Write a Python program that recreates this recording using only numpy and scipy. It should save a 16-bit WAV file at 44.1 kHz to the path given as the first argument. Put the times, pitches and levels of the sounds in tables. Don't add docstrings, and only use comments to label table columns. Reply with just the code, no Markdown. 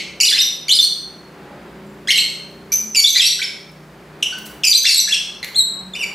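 import sys
import numpy as np
from scipy import signal
from scipy.fft import rfft, irfft
from scipy.io import wavfile
from scipy.ndimage import uniform_filter1d

SR = 44100
rng = np.random.default_rng(int(sys.argv[2]) if len(sys.argv) > 2 else 0)


def pcm_store(signal):
    levels = np.round(np.clip(np.atleast_2d(signal), -1, 1) * 32767)
    wavfile.write(sys.argv[1], SR, levels.astype(np.int16).T)


def decibels_to_gain(level_db):
    exponent = np.asarray(level_db, float) / 20
    return 10 ** exponent


N = 270774
LEAD = 11025


def rms_one(x):
    return x / np.sqrt(np.mean(x ** 2) + 1e-20)


def in_time(rows):
    s, value = np.transpose(rows)
    return np.interp(np.arange(N) / SR, s, value)


def at_hz(points, hz):
    points_hz, level_db = np.transpose(points)
    return np.interp(np.log(np.maximum(hz, 1)), np.log(points_hz), level_db)


def drift(rate, size, at=slice(None)):
    steps = rng.standard_normal(int(size / SR * 2000) + 3)
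    return np.interp(np.arange(size)[at] * min(rate, 2000) / SR, np.arange(len(steps)), steps)


def band_pass(order, low_hz, high_hz, x):
    return signal.sosfilt(signal.butter(order, [low_hz, high_hz], "band", fs=SR, output="sos"), x)


def add(track, s, sound):
    at = round(s * SR) + LEAD
    track[at:at + len(sound)] += sound[:len(track) - at]


# [f/Hz, side minus mid level/dB]
WIDTH = [(60, -46), (150, -47), (380, -19.5), (950, -12), (2380, -9), (5980, -12.5), (15000, -22)]


def coloured(spectrum):
    hz = np.arange(N // 2 + 1) * SR / N
    mid, side = rfft(rng.standard_normal((2, N)))
    gain = decibels_to_gain(at_hz(spectrum, hz)) * (hz > spectrum[0][0]) * (hz < spectrum[-1][0])
    side = side * decibels_to_gain(at_hz(WIDTH, hz))
    return rms_one(irfft(gain * np.array([mid + side, mid - side]), N))


# [t/s, level/dB]
TRAFFIC = [(0, -50.5), (.75, -48.5), (1.52, -43.5), (2.05, -49.5), (2.77, -47), (3.2, -52.5), (3.6, -49),
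           (4.55, -45.5), (4.86, -52.5), (5.3, -47), (6.14, -43)]
# [f/Hz, level/dB per Hz]
STREET = [(18, -35), (30, -56), (58, 2.5), (91, -24.5), (140, -4), (215, -2.5), (266, -9), (391, -4),
          (445, -9.5), (563, -8), (627, -8.5), (1750, -13.5), (5000, -28.5), (6500, -72), (11000, -120)]


def street():
    level_db = in_time(TRAFFIC) + 6 + 0.5 * drift(10.0, N)
    return decibels_to_gain(level_db) * coloured(STREET)


# [t/s, turning rate f/Hz]
SPEED = [(0, 30.8), (1.5, 28.7), (3, 30.8), (4.2, 30.2), (6.14, 31.4)]
# [t/s, level/dB]
DRONE = [(0, -49), (.5, -49), (1.2, -47), (2.7, -45.5), (3.1, -53), (3.6, -49.5), (4.55, -51.5),
         (4.8, -54.5), (6.14, -54)]
# [multiple of the turning rate, level/dB]
ORDERS_DB = [(1, -20), (2, -20), (3, -14), (4, -14), (5, -2.5), (6, -2.5), (7, -4.5), (8, -4.5), (9, -27),
             (10, -2), (11, -4.5), (12, -4.5), (13, 1), (14, -5), (15, -11), (16, -31), (17, -7.5),
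             (18, -10), (19, -6.5), (20, -13)]
# [t/s, half width/s, multiple, level/dB]
SWELLS = [
    (2.43, 0.34, 5, 6),
    (3.9, 0.55, 5, 6),
    (2.2, .25, 6, 4),
    (3.65, 0.34, 6, 9.5),
    (5.87, 0.78, 6, 16),
    (1.96, 0.24, 7, 11.5),
    (2.883, 0.12, 7, 17.5),
    (4.5, 0.15, 7, 15.5),
]
# [t/s, length/s, f/Hz, level/dB]
WHINES = [
    (1.302, 0.32, 826, -42),
    (1.445, 0.21, 577, -43),
    (5.708, 0.19, 1095, -43.5),
]


def engine():
    turns = np.cumsum(in_time(SPEED) * (1 + 0.00281 * drift(3.48, N))) / SR
    t, out, drone_db = np.arange(N) / SR, 0, in_time(DRONE)
    for multiple, line_db in ORDERS_DB:
        level_db = drone_db + line_db + 3.6 * drift(9, N)
        for s, half_width, boom_multiple, boom_db in SWELLS:
            if boom_multiple == multiple:
                level_db = level_db + boom_db * np.exp(-((t - s) / half_width) ** 2)
        out = out + decibels_to_gain(level_db) * np.sin(2 * np.pi * (multiple * turns + rng.random()))
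    for s, length, hz, level_db in WHINES:
        swell = np.sin(np.pi * np.clip((t - s) / length, 0, 1))
        out = out + decibels_to_gain(level_db) * swell * np.sin(2 * np.pi * hz * t)
    return out


# [f/Hz, decay time/s]
WALLS = [(1500, 0.61), (3000, 0.58), (6000, 0.55), (10000, 0.45), (15000, 0.52)]
# [delay t/s, level change/dB]
TAIL_DIPS = [
    (0.013, -2.5),
    (0.023, -7),
    (0.049, -1.5),
    (0.067, -4),
    (.093, -1.5),
    (.12, 0),
]
# [delay t/s, sign, level/dB]
NEAR = [
    (.00161, -1, -31.5),
    (.00313, 1, -14.5),
    (.00415, 1, -26),
    (.00862, -1, -25),
    (0.015, -1, -15),
    (0.0238, -1, -16),
]
# [f/Hz, side minus mid level/dB]
SPREAD = [(1500, -12.5), (4000, -9.5), (8000, -13), (13000, -15)]


def walls(x, wet_db, side_db, gap_s):
    t, tail = np.arange(SR) / SR, 0
    echoes = rng.standard_normal((2, SR)) * (rng.random((2, SR)) < .03 + t / .06)
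    echoes = echoes / np.sqrt(np.minimum(0.0068 + t / 0.056, 1)) * np.clip(t / gap_s - 1, 0, 1)
    dip_db = sum(db * np.exp(-((t - s) / 0.0065) ** 2) for s, db in TAIL_DIPS)
    early_db = 1.5 / (1 + (t / 0.099) ** 8)
    echoes = echoes * decibels_to_gain(dip_db + early_db)
    edges = np.geomspace(900, 18000, 10)
    for low, high in zip(edges, edges[1:]):
        decay_s = at_hz(WALLS, np.sqrt(low * high))
        tail = tail + band_pass(2, low, high, echoes) * decibels_to_gain(-60 * t / decay_s)
    mid, side = decibels_to_gain(wet_db - 28.0) * tail
    for s, sign, level_db in NEAR:
        mid[round(s * SR)] += sign * decibels_to_gain(level_db)
    side = irfft(rfft(side) * decibels_to_gain(side_db + at_hz(SPREAD, np.arange(SR // 2 + 1))))
    wet = signal.fftconvolve(x[None], np.array([mid + side, mid - side]), axes=1)
    return (x + wet[:, :len(x)])[:, LEAD:]


# [t/s, peak level/dB]
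TICKS = [
    (1.869, -46),
    (2.51, -38),
    (3.716, -38),
    (3.87, -50),
    (4.208, -45),
]
# [t/s, length/s, level/dB]
RUSTLES = [(.692, 0.0094, -23), (2.099, .028, -20), (2.947, .004, -29), (2.954, 0.011, -18),
           (4.642, 0.0095, -21), (4.652, 0.0092, -25), (.254, .006, -28), (2.72, 0.016, -23),
           (3.2, .0041, -34), (4.226, 0.011, -27.5), (3.001, .004, -26), (4.688, .003, -23),
           (3.217, 0.0044, -21), (4.7, .0033, -26), (5.428, 0.0028, -27), (6.8, .0025, -23),
           (5.444, .003, -16), (6.6, .012, -30), (4.86, 0.038, -23), (3.16, 0.039, -22), (0.28, .07, -25)]
# [t/s, length/s, level/dB]
SHAKES = [
    (4.376, .018, -34),
    (4.448, 0.031, -33),
]
# [t/s, length/s, level/dB]
RASPS = [
    (4.2255, .01, -14),
    (4.241, .008, -19),
    (5.436, .016, -33),
]


def cage():
    track, t = np.zeros(N + LEAD), np.arange(400) / SR
    for s, peak_db in TICKS:
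        crack = band_pass(2, 6500, 14000, rng.standard_normal(len(t))) * np.exp(-t / 0.0013)
        add(track, s, decibels_to_gain(peak_db) * crack)
    for puffs, low_hz, high_hz in ((RUSTLES, 1900, 12800), (SHAKES, 1900, 16000), (RASPS, 2300, 3700)):
        for s, length, level_db in puffs:
            puff = band_pass(4, low_hz, high_hz, rng.standard_normal(3000))[:int(length * SR)]
            add(track, s, decibels_to_gain(level_db) * puff * np.hanning(len(puff)))
    return track


# [f/Hz, level/dB]
THROAT = [(1400, 3), (2500, 9), (4000, 7.5), (6000, 2), (8000, 0.5), (10000, -7), (12000, -6),
          (13300, -9.5), (14300, -16), (16000, -29)]


def voice(notes, jitter, flutter_db, fall_db, rasp_db, fray, tie_s=.001):
    s, length, start_hz, end_hz, level_db, second_db = np.transpose(sorted(notes))
    t = (np.arange(N + LEAD) - LEAD) / SR
    length, slur_s = np.maximum(length, .002), .0008 + tie_s

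    def along(first, last, a, b):
        knots = np.maximum.accumulate(np.ravel([s + first * length, s + last * length], "F"))
        return uniform_filter1d(np.interp(t, knots, np.ravel([a, b], "F")), round(slur_s * SR))

    blowing = np.searchsorted(s, t) > np.searchsorted(np.sort(s + length + tie_s), t)
    gate = uniform_filter1d(uniform_filter1d(blowing * 1., 40), 40)
    on = gate > 1e-4
    hz = (along(0, 0.92, start_hz, end_hz) * (1 + jitter * drift(900, len(t))))[on]
    order = np.arange(1, 8)[:, None]
    overtone_db = along(0.033, 0.84, second_db, second_db)[on] - fall_db * (order - 2)
    stack_db = (order > 1) * overtone_db + at_hz(THROAT, order * hz)
    leap = np.abs(np.gradient(uniform_filter1d(np.log(hz), 60))) * SR
    stack_db = stack_db - 0.03 * order * np.minimum(leap, 150)
    frayed = np.clip(fray * (order - 1.7), 0, 1)
    torn = np.array([drift(1500, len(t), on) for _ in order])
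    grain = np.sqrt(1 - frayed) + np.sqrt(frayed) * 0.79 * torn
    waves = np.sin(2 * np.pi * order * np.cumsum(hz) / SR)
    tones = grain * decibels_to_gain(stack_db) * (order * hz < .45 * SR) * waves
    air = band_pass(4, 2300, 12000, rng.standard_normal(len(t))[on])
    effort = decibels_to_gain(along(0.13, 0.72, level_db, level_db) + flutter_db * drift(350, len(t))) * gate
    track = np.zeros(len(t))
    track[on] = effort[on] * (tones.sum(axis=0) + decibels_to_gain(rasp_db) * air)
    return track


def overtone(notes, second_db):
    return [(*note, second_db) for note in notes]


# [t/s, length/s, f/Hz, level/dB]
HOLLOW = [
    (4.325, .014, 1500, -32.5),
]


def hollow_note(multiple, change_db):
    return [(s, n, multiple * hz, multiple * hz, db + change_db, -40) for s, n, hz, db in HOLLOW]


# [t/s, length/s, start f/Hz, end f/Hz, level/dB]
PURE = [
    (1.862, .03, 7550, 7400, -59),
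    (2.719, 0.014, 2328, 2374, -31.5),
    (5.546, 0.0122, 3291, 3660, -33.5),
    (5.558, 0.0118, 3895, 4323, -21),
    (5.57, 0.012, 4270, 4206, -19),
    (5.582, 0.0116, 4210, 4117, -13),
    (5.594, 0.022, 3896, 3847, -14.5),
]


def second_bird():
    return voice(overtone(PURE, -1) + hollow_note(1, 0),
                 jitter=0.00074, flutter_db=0.0, fall_db=8, rasp_db=-46, fray=0.014, tie_s=0.0022)


# [t/s, length/s, start f/Hz, end f/Hz, level/dB]
CHIRP = [
    (5.936, 0.0047, 3560, 3565, -28),
    (5.956, 0.012, 2520, 3050, -30),
    (5.968, 0.034, 2956, 2887, -36.5),
    (5.992, 0.012, 2800, 2940, -26.5),
    (6.008, 0.022, 2830, 2470, -28),
    (6.03, 0.013, 2376, 2300, -22.5),
]


def last_chirp():
    return voice(overtone(CHIRP, -5.5), jitter=0.0029, flutter_db=1.5, fall_db=1.5, rasp_db=-31.5, fray=0.088)


# [t/s, length/s, start f/Hz, end f/Hz, level/dB]
HARSH = [(-.2, 0.041, 1898, 2483, -17.5), (-.15, 0.036, 2445, 3200, -25), (-.11, 0.034, 3210, 4210, -27.5),
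         (.254, 0.0063, 3230, 4677, -20), (.3, 0.0099, 4825, 4500, -13.5), (.692, 0.008, 3170, 3070, -15),
         (.75, .02, 4930, 4573, -13), (2.104, 0.004, 2598, 3270, -10), (2.142, .01, 2810, 2988, -34),
         (2.154, 0.012, 3777, 4300, -23), (2.111, .009, 5680, 5160, -16), (2.121, .022, 4500, 4377, -19),
         (2.955, 0.007, 3111, 2409, -21), (3.252, 0.03, 4600, 4300, -17.5), (3.285, 0.051, 3727, 4090, -28),
         (3.392, 0.013, 1512, 2100, -28.5), (4.2255, .004, 3703, 2600, -23.5),
         (4.23, .004, 2694, 3685, -20), (4.928, .025, 4500, 4200, -17), (4.242, 0.004, 3327, 2490, -27),
         (4.635, 0.004, 3300, 2893, -17.5), (4.905, .006, 4378, 4487, -16), (4.914, .01, 4607, 4300, -15.5),
         (.262, .006, 4824, 4875, -23), (5.147, 0.007, 4010, 4374, -15), (5.163, 0.02, 2694, 2550, -31),
         (5.949, .006, 2547, 2450, -28.5)]
# [t/s, length/s, start f/Hz, end f/Hz, level/dB]
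CROAKS = [(.202, 0.0068, 2748, 2418, -21.5), (.309, 0.012, 2300, 1496, -29),
          (.322, 0.051, 1618, 2300, -31.5), (2.948, 0.0019, 2590, 2503, -21),
          (3.0, 0.0072, 3003, 3371, -30), (3.149, 0.0083, 2597, 1800, -24.5),
          (3.16, 0.033, 1961, 2402, -24), (3.223, 0.02985, 2679, 2808, -32.5),
          (4.642, 0.0086, 2444, 2604, -20.5), (4.865, 0.025, 2736, 2570, -23.5),
          (5.138, 0.011, 2562, 2685, -23.5)]


def harsh_notes():
    first_s, gap_s, length_s, hz, level_db = 5.428, .008, .003, 1880, -28.5
    cluck = [(first_s + k * gap_s, length_s, 0.95 * hz, 1.2 * hz, level_db) for k in range(3)]
    return voice(overtone(HARSH, 0) + overtone(cluck, 0) + overtone(CROAKS, 9),
                 jitter=0.05, flutter_db=4, fall_db=4.5, rasp_db=-11.0, fray=.45)


# [t/s, length/s, f/Hz, level/dB]
TOP = [(0.261, .014, 4880, -12), (3.257, .024, 5660, -13.5), (0.414, .016, 5850, -16.5),
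       (0.81, .013, 5990, -15.5), (2.72, 0.01188, 5970, -14.5), (2.732, .016, 6110, -11),
       (2.767, .014, 6140, -15.5), (3.015, .0084, 5690, -11.5), (3.086, .03, 6110, -13.5),
       (4.693, .011, 4843, -10.5), (4.702, .012, 6050, -9), (4.765, .0071, 4706, -11),
       (4.773, .02, 6157, -12), (4.828, .012, 6147, -16), (2.754, .008, 6100, -17),
       (3.128, .018, 6203, -15.5), (4.92, .0088, 5400, -15)]


def top_notes():
    rise_per_s = 1.47
    top = []
    for s, length, hz, level_db in TOP:
        half_rise = rise_per_s * length / 2
        top.append((s, length, hz * (1 - half_rise), hz * (1 + half_rise), level_db))
    return voice(overtone(top, -3) + hollow_note(3, -7),
                 jitter=0.0095, flutter_db=3.5, fall_db=6, rasp_db=-17, fray=0.21, tie_s=0)


# [t/s, length/s, start f/Hz, end f/Hz, level/dB]
LOW = [
    (.209, .011, 2362, 2206, -27),
    (.246, .011, 2416, 2556, -29.5),
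    (2.963, 0.047, 2365, 2233, -26),
    (4.652, .008, 3007, 3021, -25),
    (4.672, 0.014, 2373, 2330, -26.5),
    (4.889, 0.014, 2320, 2272, -26),
]
# [t/s, length/s, start f/Hz, end f/Hz, level/dB]
SLIDES = [(2.1755, 0.0033, 3848, 3847, -19.5), (4.957, .012, 3883, 3825, -27),
          (4.971, 0.013, 3898, 3848, -19), (.221, 0.0093, 2560, 2630, -24),
          (.229, 0.014, 2827, 3010, -20.5), (.683, 0.0046, 2322, 2245, -25),
          (2.074, 0.011, 1637, 1696, -34.5), (3.213, .01, 2593, 2634, -20.5),
          (4.66, 0.01177, 2670, 2420, -25), (4.843, 0.0076, 1646, 1764, -31),
          (4.853, 0.008, 1884, 2877, -19), (5.088, .01, 1968, 2705, -29)]
# [t/s, length/s, start f/Hz, end f/Hz, level/dB]
FALLING = [(2.11, .006, 3203, 3024, -15), (3.417, 0.0071, 2465, 2166, -19),
           (3.439, 0.011, 5354, 5320, -18.5), (.272, .016, 5045, 3625, -15),
           (.288, 0.017, 3480, 3345, -19.5), (.386, 0.0067, 5250, 5080, -11.5),
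           (.393, 0.01, 3747, 3640, -9), (.44, 0.0024, 3750, 3530, -12), (.768, .018, 5000, 4313, -19),
           (.788, 0.016, 3552, 3552, -12), (2.118, 0.018, 2243, 2170, -21),
           (3.028, 0.0098, 5765, 5097, -19), (3.041, 0.021, 3516, 3355, -11),
           (3.196, 0.0079, 3637, 3506, -9), (3.204, 0.0086, 3448, 3145, -11),
           (4.712, 0.014, 4775, 4480, -10.5), (4.727, 0.0086, 4060, 3308, -14.5),
           (4.859, 0.015, 3650, 3320, -14), (4.997, 0.013, 6230, 5730, -13),
           (5.126, .011, 3475, 3263, -10.5)]
# [t/s, length/s, start f/Hz, end f/Hz, level/dB]
RISING = [(.375, 0.012, 2380, 3270, -20), (.404, 0.006, 3660, 4260, -12.5),
          (.703, 0.0087, 3160, 3513, -15.5), (.713, 0.0065, 3506, 3864, -10.5),
          (.722, 0.009, 4130, 4270, -10.5), (.732, 0.012, 4474, 5150, -11.5),
          (.827, 0.013, 4225, 4376, -10.5), (.839, 0.015, 4360, 4430, -15),
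          (2.084, 0.0063, 1842, 2057, -20.5), (2.091, .011, 2110, 2209, -17.5),
          (2.166, 0.0078, 2952, 3302, -15.5), (2.18, 0.0048, 2403, 3280, -9.5),
          (2.186, .013, 4190, 4240, -14.5), (2.202, 0.0052, 4090, 4400, -12.5),
          (3.061, .012, 3526, 3750, -15.5), (3.074, .003, 3810, 3885, -12), (3.079, 0.0026, 4050, 4200, -8),
          (3.225, 0.012, 3794, 3855, -14.5), (3.237, 0.018, 3823, 3969, -19.5),
          (3.426, 0.0049, 3107, 3686, -15.5), (3.432, .006, 4200, 5170, -21.5),
          (4.737, 0.032, 3854, 4252, -17), (4.991, 0.0038, 3896, 4310, -10.5),
          (5.076, 0.011, 1667, 1753, -26.5), (5.108, 0.008, 2683, 2744, -27),
          (5.121, 0.0049, 3120, 3500, -15)]


def clear_notes():
    notes = overtone(LOW, 16) + overtone(SLIDES, 7) + overtone(FALLING, -12.5) + overtone(RISING, -4)
    return voice(notes, jitter=0.0087, flutter_db=3.0, fall_db=2.0, rasp_db=-17.5, fray=0.13, tie_s=0)


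def birds():
    return clear_notes() + top_notes() + harsh_notes() + last_chirp() + second_bird()


def scene():
    calls = birds()
    traffic = street()
    room = walls(calls + cage(), wet_db=4.5, side_db=-1.5, gap_s=0.00036)
    return room + engine() + traffic


def gain_control(x):
    level_db = 10 * np.log10(uniform_filter1d(np.mean(x ** 2, axis=0), 900) + 1e-12)
    ramp_db = 12 * np.arange(N) / SR
    held_db = np.maximum.accumulate(level_db + ramp_db) - ramp_db
    slow = np.exp(-1 / (0.0043 * SR))
    duck_db = signal.lfilter([1 - slow], [1, -slow], 0.33 * np.maximum(held_db + 19.0, 0))
    return x * decibels_to_gain(-duck_db)


# [f/Hz, level/dB per Hz]
HISS = [(3200, -8), (4500, 0), (6300, -2), (8000, -4), (10000, -6), (13000, -8), (14500, -9), (14900, -3),
        (15300, -10), (15900, -12)]


def circuit_hiss():
    return decibels_to_gain(-58.5) * coloured(HISS)


# [t/s, length/s, lowest lost f/Hz]
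TREBLE_LOST = [(.29, .125, 15250), (.415, .1, 12800), (.515, .09, 12500), (.76, .07, 15150), (.83, .13, 13650),
               (2.1, .1, 15300), (2.2, .09, 13700), (2.73, .03, 14000), (2.76, .13, 13100), (2.97, .11, 14300),
               (3.08, .04, 13700), (3.12, .175, 14850), (3.295, .075, 12700), (3.37, .045, 14500),
               (3.45, .1, 15150), (4.66, .115, 15550), (4.775, .225, 14500), (5.0, .065, 13200),
               (5.065, .07, 14300), (5.96, .13, 15350)]


def treble_gaps(x):
    hz, t, cells = signal.stft(x, SR, nperseg=512)
    for s, length, low_hz in TREBLE_LOST:
        cells = cells * (1 - (hz[:, None] > low_hz) * (t > s) * (t < s + length))
    return signal.istft(cells, SR, nperseg=512)[1][:, :N]


# [f/Hz, level/dB]
MIC = [(20, -4), (45, -2.5), (100, 0.5), (15600, -0.5), (16200, -20), (16450, -55)]


def microphone(x):
    return irfft(rfft(x) * decibels_to_gain(at_hz(MIC, np.arange(N // 2 + 1) * SR / N)), N)


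def band_limit(x):
    return signal.sosfilt(signal.butter(12, 16420, fs=SR, output="sos"), x)


def record(dry):
    x = gain_control(dry) + circuit_hiss()
    x = .9 * x / (.9 ** 8 + x ** 8) ** (1 / 8)
    mix = microphone(treble_gaps(x))
    return band_limit(mix)


dry = scene()
out = record(dry)
pcm_store(out)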